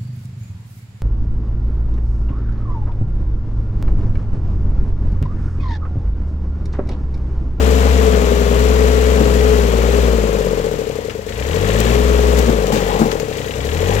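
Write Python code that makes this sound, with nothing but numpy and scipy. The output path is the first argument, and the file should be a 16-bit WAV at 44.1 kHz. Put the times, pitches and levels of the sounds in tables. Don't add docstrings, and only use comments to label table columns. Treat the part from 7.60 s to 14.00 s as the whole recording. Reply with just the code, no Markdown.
import sys
import numpy as np
from scipy import signal
from scipy.fft import rfft, irfft
from scipy.io import wavfile
from scipy.ndimage import uniform_filter1d, map_coordinates

SR = 44100
rng = np.random.default_rng(int(sys.argv[2]) if len(sys.argv) > 2 else 0)


def log_audio(samples):
    frames = np.atleast_2d(samples).T
    limited = np.clip(frames, -1, 1)
    pcm = np.round(limited * 32767).astype(np.int16)
    wavfile.write(sys.argv[1], SR, pcm)


N = 282240
TIME = np.arange(N) / SR
CYLINDER_COUNT = 3


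def undb(db):
    return 10 ** (np.asarray(db) / 20)


def noise():
    return rng.standard_normal(N)


def wander(rate_hz):
    steps = rng.standard_normal(400)
    return 1.2 * np.interp(TIME * rate_hz, np.arange(400), steps)


def unit(x):
    return x / np.sqrt(np.mean(x.mean(0) ** 2))


def steady(x):
    power = uniform_filter1d(uniform_filter1d(x.mean(0) ** 2, size=8000), size=8000)
    return x / np.sqrt(power + 1e-18)


def colour(x, spectrum):
    hz, db = np.transpose(spectrum)
    grid_hz = np.fft.rfftfreq(2048, 1 / SR)
    gain = undb(np.interp(np.log(grid_hz + 1), np.log(hz), db))
    cepstrum = irfft(np.log(gain))
    half = len(cepstrum) // 2
    cepstrum[1:half] *= 2
    cepstrum[half + 1:] = 0
    return signal.fftconvolve(x, irfft(np.exp(rfft(cepstrum))))[:N]


def ring(x, modes):
    return sum(undb(db) * signal.lfilter(*signal.iirpeak(hz, hz / width, SR), x)
               for hz, width, db in modes)


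def fade(x, ms):
    return signal.lfilter([1], [1, -np.exp(-1000 / (ms * SR))], x)


def swell(peak_s, rise_s, fade_s):
    return np.exp(-np.maximum((peak_s - TIME) / rise_s, (TIME - peak_s) / fade_s))


def strikes(cycle, place, scatter_db, jitter_ms):
    turns = np.arange(-1, int(cycle[-1]) + 2) + place
    chance = rng.standard_normal((len(turns), 2))
    due_s = np.interp(turns, cycle, TIME, left=-1, right=-1)
    at = (due_s + jitter_ms * chance[:, 0] / 1000) * SR
    heard = (at >= 0) & (at < N)
    return np.bincount(at[heard].astype(int), undb(scatter_db * chance[heard, 1]), N)


def blows(cycle, table, scatter_db):
    return sum(undb(db) * fade(strikes(cycle, place, scatter_db, jitter_ms=0.48), ms)
               for place, db, ms in table)


# freq_hz, left_minus_right_db
MIC_SHADE = [(60, 4.5), (125, 6.5), (250, 6.5), (430, 11), (700, 6.5), (1300, 9), (2400, 10), (4400, 8),
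             (8000, 19.5), (13000, 11.5)]
def from_left(near, far=None, lag_samples=14):
    shaded = colour(near if far is None else far, [(hz, -db) for hz, db in MIC_SHADE])
    return np.array([near, np.pad(shaded, (lag_samples, 0))[:N]])


def spray(envelope, spectrum, alike):
    near = noise()
    far = alike * near + np.sqrt(1 - alike ** 2) * noise()
    return unit(from_left(colour(near * envelope, spectrum), colour(far * envelope, spectrum)))


def shell_noise(events, modes):
    body = signal.sosfilt(signal.butter(2, 1500, fs=SR, output="sos"), ring(noise(), modes))
    envelope = sum(undb(db) * swell(s, rise_s, fade_s) for s, db, rise_s, fade_s in events)
    return unit(from_left(body)) * envelope


# peak_s, level_db, rise_s, fade_s
RUBS = [(5.16, -28, 0.11, 0.047), (5.31, -27, 0.024, 0.074), (5.44, -30, 0.064, 0.11),
        (6.33, -29.5, 0.057, 0.092)]
# pitch_hz, width_hz, level_db
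RUB_MODES = [(816, 68, 21), (980, 140, 9), (1490, 240, -15)]
def shell_rubs():
    return shell_noise(RUBS, RUB_MODES)


# peak_s, level_db, fade_s, tilt_db_per_octave
CRACKS = [(0.529, -32, 0.021, -19), (3.497, -30, 0.017, -2.5), (4.203, -14, 0.0025, 9),
          (4.771, -27, .015, 4), (4.786, -21, 0.0098, 7), (4.899, -30.5, 0.0072, 6),
          (5.067, -27.5, 0.011, 4), (5.122, -24.5, 0.049, 4), (5.16, -32, 0.056, 1.5),
          (5.389, -30, 0.069, 6), (5.515, -22, 0.01, 1.5), (5.599, -28.5, .008, 5)]
# freq_hz, level_db
CRACK_SPECTRUM = [(500, -57), (1300, 11), (2500, 9.5), (4500, 2), (7200, 0.5), (9000, -12), (15500, -14.5)]
def shell_cracks():
    out = 0
    for s, db, fade_s, tilt_db in CRACKS:
        grit = undb(3 * np.repeat(rng.standard_normal(N // 40 + 1), 40)[:N])
        spectrum = [(hz, level + tilt_db * np.log2(hz / 4000)) for hz, level in CRACK_SPECTRUM]
        out = out + undb(db) * swell(s, .0007, fade_s) * spray(grit, spectrum, alike=.2)
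    return out


# peak_s, level_db, rise_s, fade_s
THUMPS = [(0.531, -19, .0052, .023), (1.604, -15, 0.0072, 0.043), (4.895, -13.5, 0.012, 0.028),
          (5.14, -18, 0.03, 0.031), (5.422, -10, 0.018, 0.028)]
# pitch_hz, width_hz, level_db
SHELL_MODES = [(153, 43, 3.5), (215.5, 14, 8), (303, 24, 4), (454, 120, -15), (825, 210, -33)]
def shell_thumps(panel_hz=228.6, panel_db=-4):
    panel = sum(undb(db + panel_db) * swell(s, rise_s, fade_s) * np.sin(2 * np.pi * panel_hz * (TIME - s))
                for s, db, rise_s, fade_s in THUMPS)
    return shell_noise(THUMPS, SHELL_MODES) + np.sqrt(2) * from_left(panel)


# place_cycles, level_db, ring_ms
VALVE_TICKS = [(.64, 7, 24), (.9, 5, 7.7), (0.24, 4, 16), (0.16, -15, 4)]
# freq_hz, level_db
HISS_SPECTRUM = [(1200, -3), (3000, -2), (4200, 3), (5000, 0.5), (6200, 3), (7300, 4), (8100, 0.5),
                 (8900, -9.5), (10000, -7), (12000, -5.5), (15500, -9)]
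def gear_hiss(cycle, fast):
    ticks = blows(cycle, VALVE_TICKS, scatter_db=1.5)
    return steady(spray(np.hypot(1.25 + fast, ticks), HISS_SPECTRUM, alike=0.18))


# multiple_of_firing_rate, level_db
HUM_TONES = [(3, 2), (3.835, 4), (4, 1), (4.667, -6), (5, -2), (8, -2)]
def frame_hum(cycle):
    angle = 2 * np.pi * CYLINDER_COUNT * cycle
    tones = sum(undb(db + 1.3 * wander(9)) * np.sin(order * angle + .16 * wander(12))
                for order, db in HUM_TONES)
    return from_left(np.sqrt(2) * tones)


# place_cycles, level_db, ring_ms
KNOCKS = [(.15, 2, 7.5), (.46, 0, 7.5), (.8, -1.5, 8), (.87, -5, 6), (.57, -8, 5)]
# freq_hz, level_db
CLATTER_SPECTRUM = [(700, -36.5), (1400, 0), (1850, 2.5), (2200, 1.5), (2500, 0.5), (3150, -2),
                    (3900, -7.5), (5000, -10), (8000, -27), (15000, -49)]
# pitch_hz, width_hz, level_db
CRANKCASE_MODES = [(1850, 300, 1.5), (2360, 320, -0.5), (2830, 550, 3), (3320, 520, 4), (3780, 130, 4)]
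COVER_MODES = [(1936, 85, 4.5)]
def clatter(cycle, fuel):
    knock = spray(blows(cycle, KNOCKS, scatter_db=.8), CLATTER_SPECTRUM, alike=.5)
    knock = steady(ring(knock, CRANKCASE_MODES))
    gears = spray(1, CLATTER_SPECTRUM, alike=0.61)
    gears = steady(gears + fuel * ring(gears, COVER_MODES))
    knock_share = 0.22 + 0.51 * fuel
    return np.sqrt(knock_share) * knock + np.sqrt(1 - knock_share) * gears


# freq_hz, level_db
BLOCK_SPECTRUM = [(30, -9), (90, -9.5), (170, 2), (290, -3.5), (480, 5), (650, -3), (850, -4.5),
                  (1150, -5.5), (1500, -10.5), (2200, -22.5), (4000, -33)]
def block_rumble(cycle):
    shake = rng.standard_normal(240)
    repeating = map_coordinates(shake, [cycle % 1 * len(shake)], order=3, mode="grid-wrap")
    repeating = colour(repeating * undb(1.8 * wander(40)), BLOCK_SPECTRUM)
    throb = 1 + 0.19 * np.cos(2 * np.pi * CYLINDER_COUNT * cycle)
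    return unit(steady(from_left(repeating)) + spray(throb, BLOCK_SPECTRUM, alike=0.48))


def air_box_song(cycle, firing_hz, pitch_hz=463, width_hz=48, swings_per_cycle=20):
    detune = (swings_per_cycle * firing_hz / CYLINDER_COUNT - pitch_hz) / width_hz
    throb = 1 + 0.18 * np.cos(2 * np.pi * (cycle - 0.068))
    gain = undb(-18 + 4 * wander(25)) * throb / (1 + detune ** 4)
    return from_left(np.sqrt(2) * gain * np.cos(2 * np.pi * swings_per_cycle * cycle))


# place_cycles, slow_db, fast_db, port_pitch_hz, width_hz
GULPS = [(-.35, 2, -8, 436, 52), (.004, 1.5, 2.2, 490, 102), (.256, -7, -.5, 443, 70)]
# pitch_hz, width_hz, level_db
AIR_BOX_MODES = [(448, 24, 3), (543, 38, -5)]
DUCT_MODES = [(219.6, 63, -14.5), (314, 15.6, -11.5)]
def intake(cycle, fast):
    gulps, ports = 0, 0
    for place, slow_db, fast_db, hz, width in GULPS:
        gulp = strikes(cycle, place, scatter_db=.7, jitter_ms=.05)
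        gulp = gulp * undb(slow_db + fast * (fast_db - slow_db))
        gulp = gulp + 0.0014 * fade(gulp, ms=8.1) * noise()
        gulp = uniform_filter1d(uniform_filter1d(gulp, size=40), size=40)
        gulps = gulps + gulp
        port = [(hz, width, 1)]
        ports = ports + ring(ring(gulp, port), port)
    honk = undb(-2) * ports + ring(gulps, AIR_BOX_MODES + DUCT_MODES)
    honk = signal.sosfilt(signal.butter(4, 680, fs=SR, output="sos"), honk)
    return steady(from_left(honk))


def effort(firing_hz, fuel, base_db, octave_db, fuel_db):
    return undb(base_db + octave_db * np.log2(firing_hz / 63) + fuel_db * fuel)


# firing_hz, level_db
SILENCER = [(25, -61), (32, -47), (40, -30.5), (50, -21.5), (58, -15), (68, -10)]
def exhaust(cycle, firing_hz, fuel, surge_hz_per_s=47, bark_db=12, smoothing_s=0.14):
    hz, db = np.transpose(SILENCER)
    surge = np.clip(np.gradient(firing_hz) * SR / surge_hz_per_s, 0, 1)
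    surge = uniform_filter1d(surge ** 2, int(smoothing_s * SR))
    boom = undb(np.interp(np.log(firing_hz), np.log(hz), db) + 0.64 * wander(19))
    bark = effort(firing_hz, fuel, -29, 7, 2.3) * undb(bark_db * surge + wander(24))
    angle = 2 * np.pi * CYLINDER_COUNT * cycle
    return from_left(np.sqrt(2) * (boom * np.cos(angle) - bark * np.cos(2 * angle)))


# start_s, share_of_full_fuel
RACK_SETTINGS = [(0, 0.32), (2.498, 0.08), (3.02, 0), (3.68, 0.9), (4.36, 0.33), (4.88, 0.21), (5.14, 0.64),
                 (5.4, .17), (5.72, 0.9)]
def fuel_rack(travel_s=0.013):
    start_s, share = np.transpose(RACK_SETTINGS)
    held = share[np.searchsorted(start_s[1:], TIME)]
    return np.clip(uniform_filter1d(held, int(travel_s * SR)), 0, 1)


# time_s, firing_hz
ENGINE_SPEED = [(0.0, 66.76), (0.38, 67.36), (0.66, 61.92), (0.94, 61.54), (1.04, 64.59), (1.53, 64.98),
                (1.68, 62.83), (1.91, 64.86), (2.15, 58.55), (2.4, 62.79), (3.61, 25.74), (3.74, 26.76),
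                (4.08, 51.82), (4.38, 63.25), (4.81, 63.26), (5.08, 49.07), (5.33, 48.34), (5.75, 33.52),
                (5.97, 31.06), (6.4, 51.87)]
def scene(choke_hz=47):
    firing_hz = np.interp(TIME, *np.transpose(ENGINE_SPEED))
    fuel = fuel_rack()
    cycle = .265 + np.cumsum(firing_hz) / (CYLINDER_COUNT * SR)
    fast = np.clip((firing_hz - 50) / 12, 0, 1)
    choked_hz = np.minimum(firing_hz, choke_hz)
    engine = exhaust(cycle, firing_hz, fuel) + air_box_song(cycle, firing_hz)
    engine += effort(choked_hz, fuel, base_db=-15.5, octave_db=10.7, fuel_db=-3) * intake(cycle, fast)
    engine += effort(firing_hz, fuel, -32, 7.6, 3) * frame_hum(cycle)
    engine += effort(firing_hz, fuel, -25, 9.65, 3.1) * block_rumble(cycle)
    engine += effort(firing_hz, fuel, -34.5, 7.46, 6.8) * clatter(cycle, fuel)
    engine += effort(firing_hz, fuel, -36, 7.3, 4.24) * gear_hiss(cycle, fast)
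    return engine + shell_thumps() + shell_rubs() + shell_cracks()


def record(dry):
    return signal.sosfilt(signal.ellip(10, .1, 80, 15700, fs=SR, output="sos"), np.clip(dry, -1, 1))


dry = scene()
out = record(dry)
log_audio(out)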